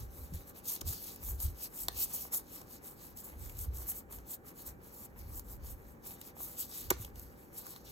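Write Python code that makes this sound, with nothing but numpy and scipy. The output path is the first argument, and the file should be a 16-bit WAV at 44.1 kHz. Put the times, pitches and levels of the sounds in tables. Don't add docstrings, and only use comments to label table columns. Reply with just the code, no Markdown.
import sys
import numpy as np
from scipy import signal
from scipy.fft import rfft, irfft, next_fast_len
from scipy.io import wavfile
from scipy.ndimage import uniform_filter1d, map_coordinates

SR = 44100
rng = np.random.default_rng(int(sys.argv[2]) if len(sys.argv) > 2 else 0)


def persist_wave(psi):
    counts = np.round(np.clip(psi, -1, 1) * 32767).astype(np.int16)
    wavfile.write(sys.argv[1], SR, np.atleast_2d(counts).T)


N = 349051

# pitch in Hz, relative level in dB.
WHINE_TONES = [(490, -76.5), (570.6, -77.5), (790, -78.5), (1147, -84), (2347, -91.5)]
# strongest push in seconds, relative level in dB,
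# rise and fall in seconds.
ARM_SHIFTS = [(0, -41, 0.049, 0.15), (0.24, -47, 0.16, 0.061), (0.323, -47, 0.029, 0.16),
              (0.851, -38, 0.042, 0.11), (1.359, -39.7, 0.18, 0.069), (1.442, -36.5, 0.0085, 0.14),
              (1.926, -50, 0.17, 0.21), (3.163, -56, 0.15, 0.027), (3.455, -44, 0.16, 0.094),
              (3.612, -39.5, 0.12, 0.34), (4.181, -52.1, 0.196, 0.129), (4.683, -51.5, 0.018, 0.17),
              (5.295, -46.5, 0.23, 0.33), (5.622, -42.5, 0.13, 0.32), (6.872, -47.5, 0.057, 0.42),
              (7.156, -50.5, 0.054, 0.26)]
# start in seconds, level in dB, pitch in Hz, t60 in seconds.
TABLE_BUMPS = [(0.322, -38, 162, 0.17), (0.343, -30, 76, 0.087), (.875, -32.5, 76, .15),
               (0.901, -35, 116, .05), (1.451, -26, 76, 0.17), (1.479, -30.5, 66.5, 0.14),
               (3.681, -36, 66, .24), (6.999, -36.5, 101, 0.13)]
# fastest slip in seconds, relative hiss level in dB,
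# rise and fall in seconds, rasp against hiss in dB before their trims.
CARD_STROKES = [(.011, -51.5, .14, .07, -15), (.192, -53, .11, .21, -14.5), (.345, -50, .02, .12, -14.5),
                (.491, -52, .04, .04, -18), (.569, -50.5, .03, .05, -14), (.693, -34.5, .046, .1, -18),
                (.885, -38, .036, .14, -15), (1.066, -44.5, .12, .14, -13.5),
                (1.277, -38.5, .07, .085, -24), (1.426, -38, .04, .083, -18.5), (1.66, -39, .1, .024, -18),
                (1.81, -40.5, .1, .07, -20.5), (2.03, -31, .096, .037, -16.5),
                (2.181, -38, .15, .11, -18.5), (2.342, -31.5, .026, .066, -25),
                (2.545, -48.5, .1, .11, -14), (2.738, -51, .074, .06, -13.5),
                (2.864, -47, .05, .095, -20.5), (3.045, -50.5, .09, .1, -15),
                (3.186, -45.5, .032, .056, -19.5), (3.255, -47.5, .042, .11, -21),
                (3.452, -50, .1, .13, -17), (3.616, -41.5, .078, .066, -20), (3.776, -43.5, .058, .13, -21),
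                (3.9, -36, .046, .044, -27), (3.981, -45, .11, .045, -21), (4.128, -46.5, .03, .09, -19.5),
                (4.335, -40, .07, .03, -22), (4.486, -47.5, .038, .042, -19),
                (4.603, -50.5, .067, .065, -14), (4.673, -43, .03, .057, -22.5),
                (4.861, -57, .058, .25, -14), (5.053, -47, .146, .02, -22), (5.194, -52.5, .037, .07, -15),
                (5.376, -46, .127, .046, -21), (5.526, -51, .09, .055, -19.5),
                (5.688, -47, .075, .068, -18), (5.872, -61, .16, .12, -15), (6.075, -45, .05, .11, -18.5),
                (6.28, -51.5, .12, .044, -14), (6.407, -42.5, .048, .2, -21),
                (6.606, -36.5, .04, .058, -17.5), (6.765, -42, .09, .15, -14), (6.925, -54, .012, .045, -2),
                (7.014, -49, .054, .08, -13), (7.186, -55, .048, .19, -15), (7.391, -60.5, .03, .17, -16.5),
                (7.581, -45, .055, .067, -18.5), (7.688, -48, .11, .13, -14),
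                (7.872, -52.5, .035, .12, -10)]
# start in seconds, relative level in dB,
# pitch of the flexed card in Hz, level offset of its ring in dB.
EDGE_TICKS = [(.338, -41.5, 1100, -12), (.656, -42, 4200, -10), (.762, -37, 4200, -4), (.81, -38, 2800, 0),
              (.8135, -31.5, 5400, -1), (1.079, -45, 2900, 3), (1.161, -45, 12500, 5),
              (1.402, -38, 12500, 8), (1.8837, -25.5, 3750, 3), (1.885, -31, 1500, 5),
              (2.332, -38, 1150, -5), (2.615, -44, 1050, 2), (3.173, -44, 12500, 3), (3.496, -44, 2600, 2),
              (3.59, -42, 12500, 8), (4.1255, -45, 12500, 10), (4.186, -48, 1100, 4),
              (5.395, -43, 12500, 11), (6.108, -44, 2400, 1), (6.2143, -37.5, 2900, -9),
              (6.593, -39, 12500, 2), (6.9025, -29, 2300, 2), (6.905, -12.5, 7200, -10),
              (6.9066, -24, 2350, 7), (6.9108, -27, 2350, 2), (7.048, -37, 3000, -3),
              (7.1576, -50, 3000, -3), (7.196, -45, 12500, 5), (7.667, -43, 1150, 2), (7.762, -48, 4000, 5)]
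# tick level in dB, t60 in seconds.
TICK_DECAY = [(-50, .022), (-25, .013), (-13, .0045)]
# start in seconds, relative level in dB, gain of the hollow modes in dB.
CARD_SLAPS = [(.8175, -40.5, 0), (1.8845, -29.5, -11), (2.252, -42, -14), (2.334, -46, -12),
              (3.82, -45, -10), (6.367, -48, -10), (6.405, -42, -7), (6.9066, -19.5, -10),
              (6.9138, -25, 1.5), (7.762, -47, -5)]
# pitch in Hz, relative level in dB, t60 in seconds.
PACK_MODES = [(360, 0, .034), (465, -6, .025), (660, -7, .018), (800, -7, .02), (960, -4, .016),
              (1150, -3.5, .02), (1450, -8, .018), (2200, -10, .014)]

# frequency in Hz, gain in dB.
AIR_EQ = [(20, -15), (35, -7), (60, -2.5), (100, 1.5), (250, 2.5), (400, -0.5), (550, -3.5), (650, -12),
          (800, -7.5), (1100, -14), (1700, -13), (3500, -40), (7000, -33.5), (14000, -27.5)]
RUMBLE_EQ = [(15, -48), (30, -11), (45, 0), (62, 1), (85, -3.5), (110, -11), (170, -24), (300, -43),
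             (800, -72)]
HISS_EQ = [(2500, -50), (5000, -19), (6500, -9.3), (8200, -3.8), (10000, -1.3), (11500, 0), (14000, 0),
           (16000, -1.5)]
RASP_EQ = [(1200, -50), (2100, -8.5), (2600, -2.5), (3200, -5.5), (4000, 0), (5000, -0.5), (6500, 0),
           (8500, -21), (12000, -44)]
SCUFF_EQ = [(150, -27), (400, -6), (800, 1), (1150, 0.5), (1550, -7), (2200, -1), (3200, -16.5),
            (6000, -44)]
STOCK_EQ = [(200, -16), (1000, -3), (2000, -3), (3200, -10), (5000, -5), (7000, 0), (12000, 2),
            (16000, .5)]
REVERB_EQ = [(300, -3), (1200, -1), (2500, 0), (6000, -1), (13000, -9)]

# frequency in Hz, lead of the left in radians.
PORT_LEAD = [(0, 0), (300, .3), (800, -.8), (1400, -3.2), (2500, -3.3), (3250, -6.1), (4500, -7),
             (5100, -9.6), (5900, -12.4), (6900, -12.5), (9600, -9.42), (13100, -6.3), (16000, -3.6)]
# frequency in Hz, left over right in dB.
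PORT_BALANCE = [(100, 0), (400, 2), (1100, -1.5), (1800, -1), (3000, 0.5), (4500, 3.5), (5400, 3),
                (6500, -0.5), (16000, 1)]
# frequency in Hz, coherence from 0 to 1.
PORT_COHERENCE = [(60, .87), (250, .76), (600, .2), (1200, .15), (2200, .88), (2900, .6), (3600, .88),
                  (5000, .5), (6500, .95), (7600, .88), (9600, .995), (12000, .94), (16000, .9)]
# frequency in Hz, t60 in seconds.
ROOM_DECAY = [(100, .2), (400, .2), (1400, .25), (4000, .27), (15000, .17)]


def amp(db):
    return 10 ** (np.asarray(db) / 20)


def unit(x):
    return x / np.sqrt(np.mean(x ** 2) + 1e-20)


def along(points, hz):
    freqs, values = np.transpose(points)
    return np.interp(np.log(hz + 1), np.log(freqs + 1), values)


def filtered(x, response):
    n = x.shape[-1]
    padded = next_fast_len(n + SR // 4)
    return irfft(rfft(x, padded) * response(np.fft.rfftfreq(padded, 1 / SR)), padded)[..., :n]


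def wobble(rate):
    return map_coordinates(rng.standard_normal(int(N * rate / SR) + 4), [np.arange(N) * rate / SR])


def add(track, start, sound):
    part = track[round(start * SR):][:len(sound)]
    part += sound[:len(part)]


def swells(peak, db, rise, fall, depth=1):
    t = np.arange(0, N, 32)[:, None] / SR
    away = np.abs((t - peak) / np.where(t < peak, rise, fall))
    each = amp(db - 20 * depth * away ** 1.75)
    return np.interp(np.arange(N) / SR, t[:, 0], np.linalg.norm(each, axis=1))


def ports(x):
    half = np.array([[.5], [-.5]])
    def response(hz):
        lead = np.interp(hz, *np.transpose(PORT_LEAD))
        return amp(half * along(PORT_BALANCE, hz)) * np.exp(1j * half * lead)
    return filtered(x, response)


def spread(pair, eq):
    def response(hz):
        width = np.arccos(np.clip(along(PORT_COHERENCE, hz), -1, 1)) / 2
        return amp(along(eq, hz)) * [np.cos(width), np.sin(width)]
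    mid, side = filtered(pair, response)
    return unit(ports(np.array([mid + side, mid - side])))


def room_tone():
    t = np.arange(N) / SR
    whine = sum(amp(db + 4) * np.sin(2 * np.pi * hz * t + 1.65 * wobble(7)) for hz, db in WHINE_TONES)
    return amp(-57) * spread(rng.standard_normal((2, N)), AIR_EQ) + whine


def arm_rumble(trim_db=-.5, rest_db=-64):
    peak, db, rise, fall = np.transpose(ARM_SHIFTS)
    envelope = np.hypot(swells(peak, db + trim_db, rise, fall), amp(rest_db))
    return envelope * spread(rng.standard_normal((2, N)), RUMBLE_EQ)


def friction(eq, catches_per_s, catch_gain, flutter_db, grip_db):
    catches = (rng.random(N) < catches_per_s / SR) * rng.standard_normal((2, N))
    slips = rng.standard_normal((2, N)) + catch_gain * unit(catches)
    return spread(slips * amp(flutter_db * wobble(200) + grip_db * wobble(48)), eq)


def shifting_gap(x, depth_db):
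    spectra = signal.stft(x, nperseg=512)[2]
    peaks = uniform_filter1d(rng.standard_normal(spectra.shape[1:]), size=7, axis=0)
    drift = unit(uniform_filter1d(peaks, size=14, axis=1))
    return unit(signal.istft(spectra * amp(depth_db * drift), nperseg=512)[1][:, :N])


def card_slides(hiss_trim_db=1.17, rasp_trim_db=2.37, scuff_db=-59, brisk_db=-37.5):
    peak, db, rise, fall, rasp_db = np.transpose(CARD_STROKES)
    gloss = swells(peak, db + hiss_trim_db, rise, fall)
    face = swells(peak, db + rasp_db + rasp_trim_db, rise, fall, depth=.67)
    pack = amp(scuff_db) * (gloss / amp(brisk_db)) ** .35
    hiss = friction(HISS_EQ, catches_per_s=900, catch_gain=.6, flutter_db=.8, grip_db=2)
    hiss = shifting_gap(hiss, depth_db=2)
    rasp = friction(RASP_EQ, catches_per_s=250, catch_gain=.45, flutter_db=.9, grip_db=1.1)
    rasp = shifting_gap(rasp, depth_db=2)
    scuff = friction(SCUFF_EQ, catches_per_s=90, catch_gain=.6, flutter_db=1.3, grip_db=1.5)
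    scuff = shifting_gap(scuff, depth_db=1.8)
    return gloss * hiss + face * rasp + pack * scuff


def room_reverb(x):
    hz, t, noise = signal.stft(rng.standard_normal((2, SR // 2)), SR, nperseg=256)
    decay = amp(-60 * t / along(ROOM_DECAY, hz)[:, None])
    tail = signal.istft(noise * decay, SR, nperseg=256)[1]
    tail = np.pad(tail / np.linalg.norm(tail[0]), ((0, 0), (SR // 200, 0)))
    wet = signal.fftconvolve(x, tail, axes=1)[:, :N]
    return filtered(wet, lambda hz: amp(along(REVERB_EQ, hz)))


def table_bumps(attack_s=.00057):
    t = np.arange(SR // 3) / SR
    attack = 1 - np.exp(-t / attack_s)
    track = np.zeros(N)
    for start, db, hz, t60 in TABLE_BUMPS:
        add(track, start, amp(db - 60 * t / t60) * np.sin(2 * np.pi * hz * t) * attack)
    return track


def faint_touches(per_s=4, centre_hz=1500):
    rows = []
    for which, where, pitch in rng.random((round(per_s * N / SR), 3)):
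        peak, db, rise, fall, _ = CARD_STROKES[int(which * len(CARD_STROKES))]
        start = peak + .5 * (where * (rise + fall) - rise)
        rows.append((start, db - 3, centre_hz * 2 ** (pitch - .5), -6))
    return rows


def edge_ticks():
    t = np.arange(SR // 10) / SR
    crackle, flex = np.zeros(N), np.zeros(N)
    for start, db, hz, ring_db in list(EDGE_TICKS) + faint_touches():
        t60 = np.interp(db, *np.transpose(TICK_DECAY))
        burst = amp(-60 * t / t60) * rng.standard_normal(len(t))
        burst[0] = 2.5
        ring = signal.lfilter(*signal.iirpeak(hz, Q=3.5, fs=SR), burst) * np.sqrt(SR / hz)
        add(crackle, start, amp(db) * burst)
        add(flex, start, amp(db + ring_db - 6) * ring)
    return ports(filtered(crackle, lambda hz: amp(along(STOCK_EQ, hz))) + flex)


def pack_slaps(attack_s=.00016, hollow_below_hz=600):
    t = np.arange(SR // 5) / SR
    attack = 1 - np.exp(-t / attack_s)
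    track = np.zeros(N)
    for start, db, hollow_db in CARD_SLAPS:
        for hz, mode_db, t60 in PACK_MODES:
            gain = amp(db + mode_db + hollow_db * (hz < hollow_below_hz) + rng.standard_normal())
            ring = np.sin(2 * np.pi * hz * t + rng.uniform(0, 2 * np.pi))
            add(track, start, gain * ring * amp(-60 * t / t60) * attack)
    return ports(track) * amp([[-4.5], [3]])


def early_reflections(x, count=60, t60=.062):
    delays = rng.uniform(.002, .03, (2, count))
    gains = rng.standard_normal((2, count)) * amp(-60 * delays / t60)
    echoes = np.array([np.bincount((d * SR).astype(int), g, SR // 20) for d, g in zip(delays, gains)])
    echoes /= np.linalg.norm(echoes, axis=1, keepdims=True)
    return signal.fftconvolve(x, echoes, axes=1)[:, :N]


def scene():
    hits = edge_ticks() + pack_slaps()
    slides = card_slides()
    early = amp(-18) * early_reflections(hits)
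    reverb = room_reverb(amp(-16.5) * hits + amp(-22) * slides)
    return hits + slides + early + reverb + table_bumps() + arm_rumble() + room_tone()


def record(dry):
    return filtered(dry, lambda hz: hz < 15850)


dry = scene()
out = record(dry)
persist_wave(out)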